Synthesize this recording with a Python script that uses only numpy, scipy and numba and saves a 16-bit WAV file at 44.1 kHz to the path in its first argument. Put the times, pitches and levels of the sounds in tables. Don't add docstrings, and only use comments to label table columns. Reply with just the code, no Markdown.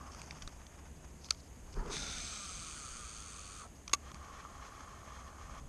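import sys
import numpy as np
from scipy import signal
from scipy.fft import rfft, irfft, next_fast_len
from scipy.io import wavfile
from scipy.ndimage import uniform_filter1d
from numba import njit

SR = 44100
rng = np.random.default_rng(int(sys.argv[2]) if len(sys.argv) > 2 else 0)


def gain_from_decibels(decibels):
    exponent = np.asarray(decibels, float) / 20
    return 10 ** exponent


def generate_wav(sig):
    pcm = np.round(np.clip(np.atleast_2d(sig).T, -1, 1) * 32767).astype(np.int16)
    wavfile.write(sys.argv[1], SR, pcm)


N = 250791
TIME = np.arange(N) / SR

# (time [s], turns per second [Hz])
SPOOL_SPEED = [
    (1.879, 299.8),
    (2.05, 275),
    (2.431, 197.5),
    (2.629, 165),
    (2.858, 131.1),
    (3.28, 99.9),
    (3.701, 85.7),
]
# (let go [s], time to reach speed [s], thumb lands [s], time to stop [s])
SPOOL_RUN = (1.882, .045, 3.615, .095)
# (frequency [Hz], level [dB per Hz])
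WHIRR_RELEASE = [(1060, -42), (1800, -3.5), (2130, 2), (2660, 0), (2830, -3), (3200, -6), (3560, 9),
                 (4210, 1.5), (5480, 3), (6230, 2.5), (6540, -4), (6920, -3), (7920, -9), (9800, -6.5),
                 (12700, -44), (21600, -120)]
# (frequency [Hz], level [dB per Hz])
WHIRR_STRETCHED = [(1060, -48), (1800, -20), (2360, -2.5), (2790, -13.5), (3020, -6), (3360, -6.5),
                   (4190, -6), (5600, -6), (6270, -3), (6590, -8), (6870, -16), (7490, -2), (8560, -7.5),
                   (9800, -18), (12700, -47), (21600, -120)]
# (frequency [Hz], level [dB per Hz])
WHIRR_CHEST = [(1060, -52), (1800, -10), (2050, -10), (2440, -1.5), (2700, -8), (3340, -3.5), (3820, -13),
               (4460, -1.5), (5330, -9.5), (5720, -5), (6400, -2.5), (7540, -3), (9130, -2.5), (9800, -10),
               (12700, -33), (21600, -120)]
# (leave first pose [s], second pose [s], leave it [s], last pose [s])
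LOWERING = (2.12, 2.22, 2.58, 2.74)
# (time [s], length [s], frequency [Hz], width [Hz], level [dB])
LINE_WHINE = (4, -0.8, 3600, 500, -18.5)
# (time [s], frequency [Hz])
FRAME_PITCH = [(1.91, 1180), (1.97, 1480), (2.2, 1350), (2.43, 1230), (2.95, 1270), (3.5, 1200),
               (3.6, 1300), (3.63, 1130)]

# (frequency [Hz], width [Hz], level [dB])
SIDE_PLATE = [(716, 430, -2.5), (832, 120, -3), (1111, 290, 6), (1380, 440, -17.5)]
# (frequency [Hz], level [dB per Hz])
LINE_RUB = [(880, -29), (1500, -8), (1870, 0.5), (2010, -11.5), (2150, -1.5), (2780, -9.5), (3240, -4),
            (3820, -14.5), (4200, -9), (5460, -56), (9240, -120)]
# (start [s], time to get going [s], end [s], time to stop [s])
WINDING = (3.97, 0.26, 5.59, 0.015)
# (time [s], change of effort [dB], length [s])
HAND_PUSHES = [(4.08, 6, 0.043), (4.155, 4, 0.01), (4.252, 0.5, .05), (4.43, 3.5, 0.098), (4.48, -4, 0.039),
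               (4.646, 3.5, 0.023), (4.82, 1.5, 0.065), (5.08, 2.5, 0.027), (5.17, 2, 0.043),
               (5.356, -3, .05), (5.407, 3.5, 0.021), (5.54, 3, 0.036), (4.134, -14, 0.0094),
               (4.18, -1.5, .012)]
# (end [s], time to stop [s], gears above steady level [dB])
LAST_TURN = (0.107, .015, 3.1)

# (time [s], peak [dB], share of low ring [dB], ring [Hz], contact [ms])
TICKS = [(0.1189, -44, -25, 5400, 1.2), (0.1474, -38, -20, 5700, 1), (0.2166, -34, -14, 4730, 1.2),
         (0.2608, -46, -8, 5710, 1.5), (0.3086, -30.5, -23, 2300, 1.5), (0.3845, -49, -12, 2390, 1.6),
         (0.4214, -36, -18, 5400, 3), (0.4753, -33, -8.5, 3520, 2), (0.616, -47, -4, 2550, 1.6),
         (0.6664, -45, -23, 2310, 2.5), (0.7794, -53, -7, 2330, 1.5), (1.2446, -40, -19, 5000, 1),
         (1.3463, -47, -26, 4880, 1.3), (1.729, -52, -21, 6100, 1.5), (1.741, -44, -18, 5440, 1.5),
         (1.8604, -42, -5, 2060, 1.3), (1.9674, -30.5, -14, 4580, 1.3), (3.878, -32, -16, 5760, 2.3),
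         (4.116, -41, -3, 2550, 1.5), (4.1445, -39.5, -9, 6300, 0.62), (4.442, -45, 7, 2000, 1.2),
         (4.4504, -37, 13, 2170, 1.4), (4.8074, -43, 0, 2210, 1.3), (5.597, -53, -17, 2880, 1.5)]
# (time [s], peak [dB], share of low ring [dB], ring [Hz], contact [ms])
SPRING_CREEP = [
    (0.134, -46, -20, 3600, 2),
    (1.2865, -43, -14, 3000, 3),
    (1.3215, -43, -14, 5200, 4),
    (3.895, -41, -7, 5500, 4),
    (3.914, -45, -6, 5600, 5),
]
# (time [s], peak [dB], hardness [dB per octave])
THUMB_BAR = [
    (1.3059, -24, 1),
    (1.3072, -16, 0),
    (1.3079, -16, 0),
    (1.3091, -23, -1),
    (1.3115, -33, -1.5),
]
# (time [s], peak [dB], hardness [dB per octave])
CLUTCH = [
    (3.9325, -17.5, 1.5),
    (3.9344, -16, -1.3),
    (3.9360, -10, 1.5),
    (3.9405, -26, .5),
    (3.944, -24.5, 1.5),
    (3.9475, -28, 1.5),
    (3.951, -38, -1),
]
# (frequency [Hz], level [dB], time to fade by 60 dB [s])
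THUMB_MODES = [(545, -16, 0.012), (1330, -8, .02), (1730, -12.5, 0.0091), (2440, -1, 0.0091),
               (3220, -4.5, 0.0056), (4120, -0.5, 0.0063), (4570, 3, 0.0082), (5500, 0.5, 0.0049),
               (6370, -1, 0.0054), (7940, -7, 0.0047), (9100, -17, 0.0041), (11200, -25, 0.0043)]
# (frequency [Hz], level [dB], time to fade by 60 dB [s])
CLUTCH_MODES = [(520, -24, .02), (720, -16, 0.014), (1148, -8, 0.035), (1370, -15, 0.026),
                (1850, -16, 0.0061), (2180, -6.5, 0.0088), (2680, -8.5, 0.0083), (3460, -10, 0.0086),
                (3950, -9, 0.0047), (4530, -6.5, 0.0059), (5440, -4.5, 0.006), (6530, -1, 0.0057),
                (7450, -6, 0.0046), (8730, -10, 0.0048), (10820, -9, 0.004), (12300, -24, 0.0046)]

# (time [s], swing [Hz], length [s], peak [dB])
PUFF = (1.79, 33, 0.017, -29.5)
# (time [s], peak [dB], high whoosh above low [dB])
STROKES = [
    (1.685, -65, 4),
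    (1.773, -46.5, -1.5),
    (1.795, -52, 6),
    (1.855, -48, -9),
    (1.91, -49, -1),
    (2.02, -56.5, -3),
    (2.08, -61.5, 6.5),
]
# (time [s], peak [dB], length [s], brightness [dB per band])
RUBS = [(0.06, -60, 0.075, -4), (0.148, -57, .04, -3), (0.194, -59, 0.054, -2), (0.344, -57, 0.12, -4),
        (0.385, -59, .02, -3), (0.484, -64, 0.071, -2), (0.612, -63, 0.11, -9), (0.82, -61.5, 0.066, -8),
        (1.043, -63.5, 0.031, -8), (1.252, -66, 0.03, 3), (1.34, -81.5, 0.067, 8), (1.51, -72, 0.071, -4),
        (1.674, -67, 0.082, -3.5), (1.735, -72, 0.0099, 4), (1.79, -67.5, 0.033, 1),
        (1.893, -55, 0.025, -4)]

# (frequency [Hz], level [dB per Hz])
AIR_COLOUR = [(24, -38), (40, -10.5), (70, 1), (99, -14.5), (201, -16), (604, -24), (699, -24.5),
              (960, -27.5), (1530, -32.5), (1690, -31), (2890, -35), (5450, -45), (6630, -31), (13800, -46)]
# (time [s], peak [dB], length [s])
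GUSTS = [(0.1, -66, .05), (0.46, -47.5, .03), (0.57, -56, 0.025), (0.94, -70, 0.045), (1.67, -54, 0.051),
         (1.86, -46, 0.06), (2.0, -48.5, .08), (2.2, -57, 0.06), (2.56, -54, .04), (2.95, -54, 0.036),
         (4.34, -56.5, .05), (4.62, -57, 0.078), (5.1, -65, 0.036), (5.5, -54, 0.096), (5.63, -50, 0.045)]
# (time [s], peak [dB], length [s])
HULL_LAPS = [(0.02, -60, 0.039), (0.3, -55, 0.095), (0.44, -55.5, 0.019), (0.92, -57.5, 0.027),
             (1.785, -55, 0.024), (1.91, -52.5, 0.084), (2.03, -49.5, 0.079), (2.21, -54.5, .05),
             (2.6, -55.5, 0.026), (2.96, -59, 0.03), (4.12, -51, 0.035), (4.33, -63, 0.035),
             (5.16, -71, 0.031), (5.5, -58.5, 0.063), (5.66, -61, 0.021)]
# (frequency [Hz], width [Hz], lift [dB])
HOUSING = (6430, 600, 6.66)


def spool():
    s, speed = np.transpose(SPOOL_SPEED)
    speed = np.interp(TIME, s, speed)
    octaves = np.log2(speed / 300)
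    hz = speed * (1 + 0.0042 * walk(14))
    turn = np.cumsum(hz) / SR
    throb = 1 + 0.38 * np.cos(2 * np.pi * turn)
    pose = np.interp(TIME, LOWERING, (0.33, 0.77, 1.4, 2))

    hiss = throb * grit(scatter_db=1.0, per_s=500)
    whirr = 0
    for k, shape in enumerate((WHIRR_RELEASE, WHIRR_STRETCHED, WHIRR_CHEST)):
        nearness = np.clip(1 - np.abs(pose - k), 0, 1)
        whirr = whirr + nearness * colour(hiss, shape)
    whirr = signal.sosfilt(signal.ellip(6, 1, 40, 9850, fs=SR, output="sos"), whirr)
    s, length, whine_hz, width, db = LINE_WHINE
    whirr = whirr + gain_from_decibels(db) * hump_at(s, length) * steep(hiss, whine_hz, width)
    whirr = whirr + gain_from_decibels(-32) * steep(hiss, 11800, 3000)
    whirr = whirr * gain_from_decibels(2.7 * hump_at(1.945, 0.025))
    whirr_gain = span(*SPOOL_RUN) * gain_from_decibels(-44 + 5.5 * octaves)

    flaws = turn_echo(rng.standard_normal(N), SR / hz, 0.5)
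    frame_hz = np.interp(TIME, *np.transpose(FRAME_PITCH))
    hum = level(band(band(flaws, frame_hz, 300.0), frame_hz, 320.0), 0)
    orders = gain_from_decibels(-4.0 - 6.3 * pose) * steep(flaws, 717, 480)
    wobble = gain_from_decibels(-7) * np.sin(2 * np.pi * turn) * gain_from_decibels(2.7 * walk(12))

    let_go, rise, lands, stop = SPOOL_RUN
    thumb = span(lands - .035, .025, lands + .052, .015)
    pressed = span(lands, .035, lands + .052, .015)
    brake = pressed * gain_from_decibels(-56.5) * steep(rng.standard_normal(N), 660, 290)
    hum_gain = span(let_go - .012, rise, lands - .04, stop) * gain_from_decibels(-52 + 3 * octaves)
    hum_gain = hum_gain + thumb * gain_from_decibels(-53)
    return brake + whirr_gain * whirr + hum_gain * (hum + orders + wobble)


def handle():
    gear_db, rub_db, fizz_db = -59, -69, -73
    effort_db = sum(db * hump_at(s, length) for s, db, length in HAND_PUSHES)
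    teeth = np.cumsum(71 * (1 + 0.0398 * walk(5))) / SR
    chatter = (1 + 0.31 * np.cos(2 * np.pi * teeth)) * grit(scatter_db=1.0, per_s=60)
    gears = sum(gain_from_decibels(db) * bell(bell(chatter, hz, width), hz, 1.01 * width) for hz, width, db in SIDE_PLATE)
    gears = level(gears, 0)

    line = grit(scatter_db=1.5, per_s=90)
    rub = gain_from_decibels(rub_db) * colour(line, LINE_RUB)
    rub = rub + gain_from_decibels(fizz_db - .4 * effort_db) * steep(line, 5550, 2700)

    turning = gain_from_decibels(-8) * span(3.94, 0.016, 5.69, .1) + span(*WINDING)
    end, stop, db = LAST_TURN
    before = span(-1, 1, end, stop) * gain_from_decibels(gear_db + db) * gears
    return before + turning * (gain_from_decibels(gear_db + effort_db) * gears + gain_from_decibels(1.87 * effort_db) * rub)


def clicks():
    out = np.zeros(N)
    for s, db, low_db, hz, contact_ms in list(TICKS) + list(SPRING_CREEP):
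        modes = [(1180, low_db + 6.5, .012), (hz, -2.5, .005), (1700, low_db - 2, .006)]
        modes += [(f, -3, .004) for f in (2370, 3300, 4650, 5800, 6140)]
        modes += [(8200, -6.0, .003)]
        add_blow(out, s, db, modes, contact_s=contact_ms / 1000, scatter_db=2.5)
    for s, db, tilt_db in THUMB_BAR:
        add_blow(out, s, db, tilted(THUMB_MODES, tilt_db), contact_s=.00002, scatter_db=1.5)
    for s, db, tilt_db in CLUTCH:
        add_blow(out, s, db, tilted(CLUTCH_MODES, tilt_db), contact_s=.000015, scatter_db=2)
    return signal.sosfilt(signal.butter(3, 12000, fs=SR, output="sos"), out)


def swing():
    rise_s, fall_s = 0.011, 0.039
    s, hz, length, db = PUFF
    out = -gain_from_decibels(db) * np.sin(2 * np.pi * hz * (TIME - s)) * hump_at(s, length)
    eddies = grit(scatter_db=2.5, per_s=45)
    low, high = steep(eddies, 404, 160), steep(eddies, 1000, 520)
    for s, db, high_db in STROKES:
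        stroke = np.exp(-np.maximum((s - TIME) / rise_s, (TIME - s) / fall_s))
        out = out + gain_from_decibels(db) * stroke * (low + gain_from_decibels(high_db) * high)
    return out


def rustle():
    gains = []
    for k in range(3):
        rows = [(s, db + k * tilt_db, length) for s, db, length, tilt_db in RUBS]
        gains.append(swells(rows, calm_db=-76))
    dull, mid, bright = gains
    cloth = grit(scatter_db=3.5, per_s=90)
    out = dull * steep(cloth, 980, 1550)
    out = out + gain_from_decibels(-5.5) * mid * steep(cloth, 2500, 2900)
    return out + gain_from_decibels(1.8) * bright * steep(cloth, 4800, 1940)


def air():
    bed = level(colour(rng.standard_normal(N), AIR_COLOUR), -54.5)
    hump = gain_from_decibels(-64.5) * steep(rng.standard_normal(N), 68.6, 42)
    buffet = steep(rng.standard_normal(N), 29.0, 40)
    lapping = grit(scatter_db=3.5, per_s=16)
    boom = level(steep(lapping, 152, 77) + gain_from_decibels(-4.5) * steep(lapping, 208.4, 79), 0.054)
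    return bed + hump + swells(GUSTS, calm_db=-64) * buffet + swells(HULL_LAPS, calm_db=-67.5) * boom


def add_blow(out, s, db, modes, contact_s, scatter_db):
    t = np.arange(2600) / SR
    chance = rng.standard_normal((30, 2))
    ring = np.zeros(len(t))
    for (hz, mode_db, t60), (strength, shift) in zip(modes, chance):
        phase = 2 * shift * min(hz / 3000, 1)
        fade = np.exp(-np.log(1000) * t / t60)
        ring += gain_from_decibels(mode_db + scatter_db * strength) * np.sin(2 * np.pi * hz * t + phase) * fade
    ring = ring * (1 - np.exp(-t / .00025))
    contact = rng.standard_normal(300) * np.exp(-t[:300] / contact_s)
    blow = np.convolve(ring, contact)
    start = int(s * SR)
    blow = blow[:N - start]
    out[start:start + len(blow)] += gain_from_decibels(db) * blow / np.abs(blow).max()


def tilted(modes, db_per_octave):
    return [(hz, db + db_per_octave * np.log2(hz / 3000), t60) for hz, db, t60 in modes]


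@njit
def turn_echo(x, lag, share):
    y = x.copy()
    for i in range(2000, len(x)):
        k = int(lag[i])
        part = lag[i] - k
        y[i] += share * ((1 - part) * y[i - k] + part * y[i - k - 1])
    return y


@njit
def band(x, hz, width):
    y, b, l = np.empty(len(x)), 0., 0.
    for i in range(len(x)):
        g, k = np.tan(np.pi * hz[i] / SR), width / hz[i]
        v = (b + g * (x[i] - l)) / (1 + g * (g + k))
        b, l, y[i] = 2 * v - b, l + 2 * g * v, k * v
    return y


def bell(x, hz, width):
    return signal.lfilter(*signal.iirpeak(hz, hz / width, fs=SR), x)


def steep(x, hz, width):
    return level(bell(bell(x, hz, width), hz, width), 0)


def colour(x, points):
    hz, db = np.transpose(points)
    size = next_fast_len(N)
    axis = np.log(np.arange(size // 2 + 1) * SR / size + 1)
    gain = gain_from_decibels(np.interp(axis, np.log(hz), db))
    return level(irfft(rfft(x, size) * gain, size)[:N], 0)


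def level(x, db):
    return x * gain_from_decibels(db) / np.sqrt(np.mean(x ** 2))


def grit(scatter_db, per_s):
    return rng.standard_normal(N) * gain_from_decibels(scatter_db * walk(per_s))


def walk(rate):
    k = int(SR / rate)
    steps = np.repeat(rng.standard_normal(N // k + 1), k)
    return 1.3 * uniform_filter1d(uniform_filter1d(steps, k), k)[:N]


def hump_at(s, length):
    return np.exp(-((TIME - s) / length) ** 2 / 2)


def swells(rows, calm_db):
    return np.sqrt(gain_from_decibels(calm_db) ** 2 + sum((gain_from_decibels(db) * hump_at(s, length)) ** 2 for s, db, length in rows))


def span(start, rise, end, fall):
    return (np.clip((TIME - start) / rise, 0, 1) * np.clip(1 - (TIME - end) / fall, 0, 1)) ** 2


def scene():
    return (spool() + handle() + rustle() + swing() + clicks() + air())[None]


def starved_top(x, step_db, follow):
    sparse_hz, top_hz = 9600, 13000
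    hz, _, z = signal.stft(x, SR, nperseg=1024)
    size = np.abs(z)
    patch = uniform_filter1d(uniform_filter1d(size, size=5, axis=0), size=2, axis=1)
    loud = size[(hz > 2000) & (hz < sparse_hz)].mean(axis=0)
    step = np.median(patch[(hz > 10500) & (hz < top_hz)]) * (loud / np.median(loud)) ** follow
    rough_db = np.interp(hz, (sparse_hz, sparse_hz + 300, 11000, top_hz, 14300), (-30, 0, -1.5, -1, 14))
    keep = patch > step * gain_from_decibels(step_db + rough_db)[:, None]
    return signal.istft(z * keep * (hz < 14400)[:, None], SR, nperseg=1024)[1][:N]


def roll_off(x):
    return signal.sosfilt(signal.butter(12, 14530, fs=SR, output="sos"), x)


def record(dry):
    hz, width, lift_db = HOUSING
    ring = bell(bell(dry[0], hz, 1.56 * width), hz, 1.56 * width)
    heard = dry[0] + (gain_from_decibels(lift_db) - 1) * ring
    mix = starved_top(heard, step_db=-1.5, follow=.1)[None]
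    return roll_off(mix)


dry = scene()
out = record(dry)
generate_wav(out)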